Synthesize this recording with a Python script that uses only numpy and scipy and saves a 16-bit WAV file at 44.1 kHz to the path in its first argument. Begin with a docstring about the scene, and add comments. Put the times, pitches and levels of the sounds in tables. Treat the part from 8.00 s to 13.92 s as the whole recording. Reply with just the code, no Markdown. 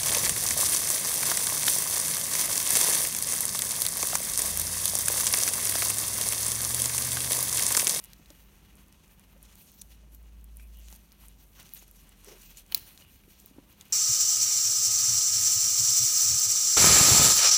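"""Gloved hands push slices of raw meat down a wooden skewer, close to the microphone in a quiet kitchen.
Wet latex and meat slide in showers of random grains, crackling and squishing under each push; drags stutter.
Sticky films tick in short noise bursts, wet pockets pop as brief tones, and once a glove snaps and rings.
The skewer takes a few dull, damped nudges; bowl, worktop and walls answer all the handling.
Behind it a low hum swells and fades over room hiss, slight rumble and a thin mains overtone."""
import sys
import numpy as np
from scipy import signal
from scipy.fft import rfft, irfft, next_fast_len
from scipy.io import wavfile
from scipy.ndimage import uniform_filter1d

SR = 44100
rng = np.random.default_rng(int(sys.argv[2]) if len(sys.argv) > 2 else 0)


def unload_wav(signal):
    """Save mono or channel-first audio to the path in sys.argv[1] as 16-bit WAV at rate SR, clipped to [-1, 1]."""
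    wavfile.write(
        sys.argv[1],
        SR,
        np.round(np.clip(np.atleast_2d(signal).T, -1, 1) * 32767).astype(np.int16),
    )


N = 261241
TIME = np.arange(N) / SR
TOP_HZ = 16200  # upper limit of the ticks and of the recorder
PADDED = next_fast_len(N)
FREQS = np.fft.rfftfreq(PADDED, 1 / SR)


def undb(db):
    """Decibels to gain."""
    return 10 ** (np.asarray(db) / 20)


def unit(x):
    """Scale to rms 1."""
    return x / np.sqrt(np.mean(x ** 2) + 1e-30)


def curves(table):
    """Each column of a table, joined by straight lines in time."""
    s, *columns = np.transpose(table)
    return [np.interp(TIME, s, c) for c in columns]


def add(out, s, sound):
    """Mix a sound in at time s."""
    i = max(int(s * SR), 0)
    out[i:i + len(sound)] += sound[:len(out) - i]


def decay(t, t60):
    """Exponential die-away, down 60 dB after t60 seconds."""
    return np.exp(-np.log(1000) * t / t60)


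def colour(x, points):
    """Filter by a (frequency [Hz], level [dB]) outline; rms 1."""
    hz, db = np.transpose(points)
    outline_db = np.interp(np.log(FREQS + 1), np.log(hz), db)
    return unit(irfft(rfft(x, PADDED) * undb(outline_db), PADDED)[:N])


def splice(sounds, centres):
    """Take from each sound the band around its own centre frequency."""
    spectrum = 0
    for x, share in zip(sounds, np.eye(len(centres))):
        band = np.sqrt(np.interp(FREQS, centres, share))
        spectrum = spectrum + rfft(x, PADDED) * band
    return irfft(spectrum, PADDED)[:N]


def resonate(x, hz, width):
    """One resonance, gain 1 at its centre."""
    b, a = signal.iirpeak(min(hz, SR / 2 - 1), hz / max(width, 1), SR)
    return signal.lfilter(b, a, x)


def walk(rate):
    """Slow random wander of rms 1, from steps drawn at this rate and smoothed twice."""
    k = int(SR / rate)
    steps = np.repeat(rng.standard_normal(N // k + 1), k)
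    return unit(uniform_filter1d(uniform_filter1d(steps, k), k)[:N])


def grains(rate, spread_db):
    """Tiny ruptures at random moments, a few much larger than the rest."""
    size = undb(spread_db * np.minimum(rng.exponential(size=N), 5))
    happens = rng.random(N) < rate / SR
    return unit(happens * size * rng.choice([-1, 1], N))


def burst(t60, size=2048):
    """A quickly dying train of micro-slips."""
    slips = rng.choice([-1, 1], size) * (1 + .5 * rng.standard_normal(size))
    return slips * decay(np.arange(size) / SR, t60)


def blow(x, db):
    """Give a short sound the energy of one millisecond at this level."""
    return x * undb(db) * np.sqrt(SR / 1000 / np.sum(x ** 2))


def shifting_hiss(shift_db=1.0, shifts_per_s=4, count=12):
    """Hiss whose colour slowly shifts: each band swells and sinks by itself."""
    centres = np.geomspace(400, 14000, count)
    return splice([rng.standard_normal(N) * undb(shift_db * walk(shifts_per_s)) for _ in centres], centres)


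def background(hiss_db=-64, hum_cut_db=-5.0, mains_db=-71.0, rumble_db=-65, uneven_db=2):
    """Room hiss, a low hum of drifting pitch and level, uneven rumble and a thin mains overtone."""
    # Low hum: (time [s], pitch [Hz], level before the cut [dB])
    hum_course = [(0, 49.5, -55.5), (1.1, 47.9, -59.5), (1.45, 51, -49.5), (1.72, 54.1, -63),
                  (1.85, 54.6, -50), (2.5, 54.7, -42), (2.88, 54.57, -42.5), (3.08, 53.1, -58.5),
                  (3.26, 52, -49), (3.42, 49.9, -56), (4.55, 42.2, -52.5), (5.03, 40.7, -65),
                  (5.92, 50, -67)]
    # Colour of the room hiss: (frequency [Hz], relative level [dB])
    room_colour = [(15, -26), (25, -3.5), (61, 6.5), (110, -4), (204, -17.5), (253, -10), (552, -14.5),
                   (1750, -22), (2850, -25), (4870, -32), (5880, -26.5), (7700, -32.5), (9050, -27.5),
                   (12500, -29.5), (15500, -37)]
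    rumble_colour = [(28, -21), (48, -1.5), (90, -3.5), (125, -8.0),
                     (160, -0.5), (280, -11), (500, -25.5), (2000, -44)]
    hz, db = curves(hum_course)
    hum = np.sqrt(2) * np.sin(2 * np.pi * np.cumsum(hz) / SR) * undb(db + hum_cut_db)
    mains = np.sqrt(2) * np.sin(2 * np.pi * 200 * TIME) * undb(mains_db + walk(3.83))
    rumble = colour(rng.standard_normal(N), rumble_colour) * undb(rumble_db + uneven_db * walk(12))
    hiss = colour(shifting_hiss(), room_colour) * undb(hiss_db)
    return hum + mains + hiss + rumble


def kitchen(x, early_db=-13, early_t60=0.019, late_db=-23, late_t60=0.55, size=16000):
    """Bowl and worktop answer at once, the walls faintly and later."""
    t = np.arange(size) / SR
    response = np.zeros(size)
    for db, t60, delay in (early_db, early_t60, .002), (late_db, late_t60, .008):
        tail = rng.standard_normal(size) * decay(t, t60) * (t > delay)
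        response += undb(db) * tail / np.sqrt(np.sum(tail ** 2))
    return x + signal.fftconvolve(x, response)[:N]


def nudges(rise_cycles=0.27, thud_db=-15, size=6000):
    """Dull low bodies: a tone and a little noise, damped within a few cycles by meat and hand."""
    # Dull nudges of skewer and meat, and the low body of the glove snap:
    # (time [s], envelope peak [dB], pitch [Hz], t60 [s])
    nudge_table = [(0.195, -50.5, 270, 0.049), (.3035, -49.5, 298, 0.064), (.304, -50.5, 590, 0.032),
                   (1.362, -55.5, 551, 0.032), (2.033, -57.5, 610, 0.022), (2.598, -51, 1600, 0.0057),
                   (2.927, -49, 810, 0.0096), (3.237, -50.5, 1060, 0.0076), (3.825, -45.5, 750, 0.003),
                   (4.7222, -39, 1353, 0.0011), (4.747, -52, 575, 0.031), (5.279, -48.5, 298, 0.025),
                   (5.444, -52.5, 403, 0.014), (5.471, -54, 1190, .007), (5.511, -48, 260, 0.051),
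                   (5.563, -49.5, 283, 0.041), (5.583, -39.5, 277, 0.047)]
    out, t = np.zeros(N), np.arange(size) / SR
    for s, db, hz, t60 in nudge_table:
        noise = rng.standard_normal(size)
        thud = unit(resonate(resonate(noise, 2 * hz, 2 * hz), 2 * hz, 2 * hz))
        shape = (1 - np.exp(-t * hz / rise_cycles)) * decay(t, t60)
        tone = np.sin(2 * np.pi * hz * t)
        add(out, s, undb(db) * shape / shape.max() * (tone + undb(thud_db) * thud))
    return out


def pops(rise_s=.0008, glide=0.018, click_db=-4, size=2048):
    """A pocket or the catching glove gives a tiny click and rings briefly, rising a little in pitch."""
    # Small wet pockets popping open, and the ring of the glove's first catch:
    # (time [s], ring level over 1 ms [dB], starting pitch [Hz], t60 [s])
    pop_table = [(2.597, -50.5, 2400, 0.019), (3.552, -60, 3060, .005), (3.948, -64, 2350, 0.0057),
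                 (4.434, -51, 2830, .008), (4.547, -55, 2595, 0.0061), (4.571, -44, 6840, .014),
                 (4.7225, -36.5, 3100, 0.018), (4.908, -54, 3030, 0.006), (5.022, -48.5, 2900, 0.012),
                 (5.049, -52.5, 2700, 0.0068), (5.237, -57, 2410, 0.0055)]
    out, t = np.zeros(N), np.arange(size) / SR
    for s, db, hz, t60 in pop_table:
        pitch = hz * (1 + glide * np.minimum(t / t60, 1))
        phase = 2 * np.pi * np.cumsum(pitch) / SR
        ring = np.sin(phase) * (1 - np.exp(-t / rise_s)) * decay(t, t60)
        click = resonate(burst(t60 / 2, size), hz, hz)
        add(out, s, blow(ring, db) + blow(click, db + click_db))
    return out


def snaps(slip_db=-24, size=2048):
    """A sharp release rings the stretched glove, with a brief stutter behind it."""
    # The glove catches, lets go and slaps back:
    # (time [s], level over 1 ms [dB], favoured pitch [Hz], emphasis [dB], stutter t60 [s])
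    snap_table = [(4.7225, -29.5, 2900, 17, .004), (4.7465, -11.2, 4500, 0, .002),
                  (4.7477, -23, 15000, 5, .002), (4.7492, -22, 15000, 9, .004)]
    # Ring of the taut glove: (frequency [Hz], width [Hz], level before emphasis [dB])
    glove_modes = [(1100, 900, -20), (2480, 500, -8.5), (3070, 220, -10), (4320, 520, 3), (4650, 480, -1),
                   (5170, 350, -1), (6330, 300, -7), (7230, 500, -7), (8570, 200, -9), (9870, 700, -.5),
                   (10800, 300, -5), (13100, 900, -2), (14800, 460, 7), (15500, 350, 5)]
    out = np.zeros(N)
    for s, db, favoured_hz, emphasis_db, t60 in snap_table:
        force = signal.unit_impulse(size) + undb(slip_db) * burst(t60)
        ring = 0
        for hz, width, mode_db in glove_modes:
            # where the glove is struck decides which modes speak most
            near = np.exp(-(np.log2(hz / favoured_hz) * 3) ** 2)
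            mode = resonate(resonate(force, hz, width), hz, hz / 5)
            ring = ring + undb(mode_db + emphasis_db * near) * mode
        add(out, s, blow(ring, db))
    return out


def stray_ticks(per_s=6.5, db=-59.5, scatter_db=7, centre_hz=9700, t60=.0018):
    """Faint ticks at random moments, as rows like those of the tick table."""
    chance = rng.uniform(-1, 1, (int(per_s * N / SR), 3))
    return [((when + 1) / 2 * N / SR, db + scatter_db * strength, centre_hz * 2 ** (pitch / 2), t60)
            for when, strength, pitch in chance]


def ticks(ring=0.68, width_hz=3470, skirt_db=-27, size=2048):
    """Each sticky film tears in a short noise burst around its own pitch, over a faint wideband skirt."""
    # Wet films parting: (time [s], level over 1 ms [dB], centre [Hz], t60 before the ring factor [s])
    tick_table = [(0.0404, -38, 9700, 0.0019), (0.0468, -39.5, 10500, 0.0016), (0.0567, -47, 8900, 0.0054),
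                  (0.1334, -41, 4930, 0.0039), (0.259, -50.5, 4500, 0.015), (0.3034, -43, 5300, 0.024),
                  (.755, -52, 10500, 0.0012), (0.926, -49.5, 5160, .0034), (1.196, -49.5, 8200, 0.0033),
                  (1.4285, -43, 11100, 0.0062), (1.5553, -46.5, 9300, 0.0054),
                  (1.7185, -48.5, 12550, .0014), (1.8147, -38.5, 8340, 0.0035), (1.8181, -34, 7300, 0.0087),
                  (2.1481, -44, 12140, 0.0015), (2.4432, -46.5, 11400, .002), (2.5702, -41, 12800, 0.0041),
                  (2.772, -50, 12500, .0015), (2.788, -49, 13900, .003), (2.796, -50.5, 12500, .002),
                  (2.801, -56, 6500, .002), (2.885, -45, 4350, 0.0028), (2.903, -50, 9900, .0015),
                  (2.927, -42.5, 7940, 0.0018), (2.943, -50, 9000, .003), (2.951, -50, 7000, .003),
                  (2.961, -47, 10800, 0.0029), (2.965, -53, 11000, .002), (3.12, -49, 6900, 0.0027),
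                  (3.126, -49.5, 12500, .002), (3.264, -58, 10500, .002), (3.2843, -42.5, 11840, 0.0022),
                  (3.533, -61, 6040, .003), (3.599, -45, 7000, .005), (3.61, -51, 5930, .004),
                  (3.615, -57, 11000, .002), (3.621, -55, 12000, .002), (3.629, -47, 7500, .003),
                  (3.692, -49.5, 4800, 0.0042), (3.766, -48.5, 4500, 0.0033), (3.737, -30.5, 13200, 0.0008),
                  (3.7475, -41, 12500, .0015), (3.7492, -38, 12540, 0.003), (3.76, -51, 4500, 0.0035),
                  (3.776, -46, 10500, .004), (3.88, -50, 12500, .002), (3.9122, -45, 11140, 0.011),
                  (4.0928, -47.5, 10270, 0.0049), (4.2458, -44, 9750, 0.0031), (4.42, -47, 9300, .004),
                  (4.574, -44, 10050, .008), (4.598, -54, 7200, .003), (4.664, -54, 7170, .004),
                  (4.718, -43, 14000, 0.0052), (4.7736, -36, 13100, .006), (4.777, -33, 13500, .004),
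                  (4.7795, -41, 7500, 0.0028), (4.796, -42, 13000, .003), (4.9766, -43.5, 4700, 0.0045),
                  (5.4006, -46.5, 8680, 0.002), (5.46, -39.5, 14200, 0.0027), (5.811, -38.5, 4230, 0.0068),
                  (5.8546, -51, 11600, 0.0023)]
    out, f = np.zeros(N), np.fft.rfftfreq(size, 1 / SR) + 1
    lead = size // 8  # room for the filter to sound ahead of the burst
    for s, db, hz, t60 in tick_table + stray_ticks():
        octaves = width_hz / hz
        band = np.exp(-(np.log2(f / hz) / (2 * octaves)) ** 2) + undb(skirt_db)
        slips = np.roll(burst(t60 * ring), lead)
        tear = irfft(rfft(slips) * band * (f < TOP_HZ))
        add(out, s - lead / SR, blow(tear, db))
    return out


def drags(slip_hz=1300, skew=0.64):
    """Irregular stick-slip through one resonance, swelling quickly and easing off."""
    # Stretches where latex drags and stutters:
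    # (start [s], length [s], rms before the swell [dB], resonance [Hz], width [Hz])
    drag_table = [(1.79, 0.044, -59.5, 5900, 620), (2.578, 0.11, -66, 2450, 400),
                  (2.73, 0.2, -67.5, 2880, 500), (2.828, 0.078, -64, 7100, 2200),
                  (2.914, .06, -72, 900, 700), (3.225, 0.035, -72, 1060, 701),
                  (3.541, 0.15, -64.5, 6040, 897), (3.566, 0.092, -62, 1400, 900),
                  (3.782, 0.028, -56, 6650, 700), (3.952, 0.076, -67, 6000, 900),
                  (4.26, 0.13, -54.5, 398, 130), (4.253, 0.12, -58, 5770, 1503),
                  (4.41, 0.14, -66.5, 2720, 400), (5.001, 0.16, -69.5, 2900, 550)]
    out = np.zeros(N)
    for s, length, db, hz, width in drag_table:
        u = np.linspace(0, 1, int(length * SR))
        slips = grains(slip_hz, 0.77)[:len(u)]
        rub = unit(resonate(resonate(slips, hz, width), hz, 3 * width))
        add(out, s, undb(db) * rub * np.sin(np.pi * u ** skew))
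    return out


def pressure(attack=0.45, edge_db=8, swell_power=0.86):
    """Crackle and squish gains: every push swells and eases off on top of a light steady rustle."""
    # Pushes of the glove on the meat, before flutter and squish cut:
    # (time of peak [s], length [s], crackle level [dB], squish level [dB])
    stroke_table = [(0.04, 0.1, -55.5, -71), (1.45, 0.049, -61.5, -78), (1.52, 0.26, -66.5, -62.5),
                    (1.615, 0.12, -55, -70), (1.787, 0.13, -59, -81), (1.919, 0.028, -52.5, -64),
                    (2.149, 0.045, -58, -68), (2.6, 0.093, -59.5, -79), (2.77, 0.3, -64.5, -81),
                    (2.934, 0.067, -51.5, -59), (3.23, 0.16, -55, -62.5), (3.423, 0.096, -61, -67.5),
                    (3.56, 0.038, -55, -61), (3.605, 0.041, -50, -54), (3.69, 0.11, -55, -60.5),
                    (3.775, 0.076, -51.5, -63), (3.823, 0.021, -47.5, -65), (3.964, 0.052, -52, -64),
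                    (4.29, 0.063, -53, -52.5), (4.364, 0.14, -57.5, -56.5), (4.465, 0.099, -52.5, -71),
                    (4.583, 0.032, -44, -61), (4.726, 0.022, -50, -44), (4.768, 0.047, -40.5, -47.5),
                    (4.868, 0.14, -53, -57.5), (5.004, 0.12, -57, -61.5), (5.117, 0.17, -60, -82),
                    (5.306, 0.039, -54, -78), (5.392, 0.11, -58, -83), (5.48, 0.064, -61.5, -83),
                    (5.727, 0.027, -63, -88)]
    # Light steady rustle between pushes, rising at the end; crackle and squish alike: (time [s], level [dB])
    rustle_course = [(0, -62.5), (.4, -63), (.7, -66), (1.35, -67), (1.6, -75), (2.05, -71), (2.5, -71.5),
                     (3.1, -69), (3.5, -87), (4.05, -64), (4.65, -70.5), (5.2, -69.5), (5.6, -67.5),
                     (5.92, -61.5)]
    rustle_db, = curves(rustle_course)
    crackle, squish = undb(rustle_db) ** 2, undb(rustle_db) ** 2  # summed as power
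    for s, length, crackle_db, squish_db in stroke_table:
        near = np.abs(TIME - s) < 2 * length
        u = (TIME[near] - s) / length
        # attack is the share of a push spent building up; it is edge_db down at start and end
        swell_db = -edge_db * np.maximum(-u / attack, u / (1 - attack)) ** swell_power
        crackle[near] += undb(crackle_db + swell_db) ** 2
        squish[near] += undb(squish_db + swell_db) ** 2
    return np.sqrt(crackle), np.sqrt(squish)


def crackling(rate, spread_db, wander_db=2.55, count=4):
    """Films of several sizes burst independently; their shares of the treble wander as the grip shifts."""
    # Colour of the latex crackle: (frequency [Hz], relative level [dB])
    crackle_colour = [(1200, -15), (2200, -3.5), (2900, 1.5), (3700, -0.5), (4300, 0.5), (5000, -3),
                      (6100, 3), (7900, -3.5), (9300, 1.5), (10400, -4), (12000, 3.5), (16000, -1.5)]
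    centres = np.linspace(2000, 15000, count)
    films = [grains(rate, spread_db) * undb(wander_db * walk(18)) for _ in centres]
    return colour(splice(films, centres), crackle_colour)


def sliding(rate=1900, spread_db=2.0, flutter_db=2, squish_cut_db=-2):
    """Latex crackles and wet meat squishes under the same uneven push."""
    # Colour of the wet squish: (frequency [Hz], relative level [dB])
    squish_colour = [(200, 7), (500, -2.5), (950, 1), (1700, -1.5), (2800, 2), (3600, -4.5), (6000, -16.5)]
    crackle, squish = pressure()
    push = flutter_db * walk(60)
    fine = crackling(rate, spread_db) * crackle * undb(push)
    soft = colour(grains(rate, spread_db / 2), squish_colour) * squish * undb(squish_cut_db + push)
    return fine + soft


def scene():
    """The hands at work in the kitchen."""
    hands = sliding() + ticks() + pops() + snaps() + nudges() + drags()
    return (kitchen(hands) + background())[None]


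def record(dry):
    """The recorder drops the deepest bass and cuts the top."""
    low_cut = signal.butter(4, 33, "high", fs=SR, output="sos")
    top_cut = signal.ellip(10, .2, 70, TOP_HZ, fs=SR, output="sos")
    return signal.sosfilt(top_cut, signal.sosfilt(low_cut, dry))


dry = scene()
out = record(dry)
unload_wav(out)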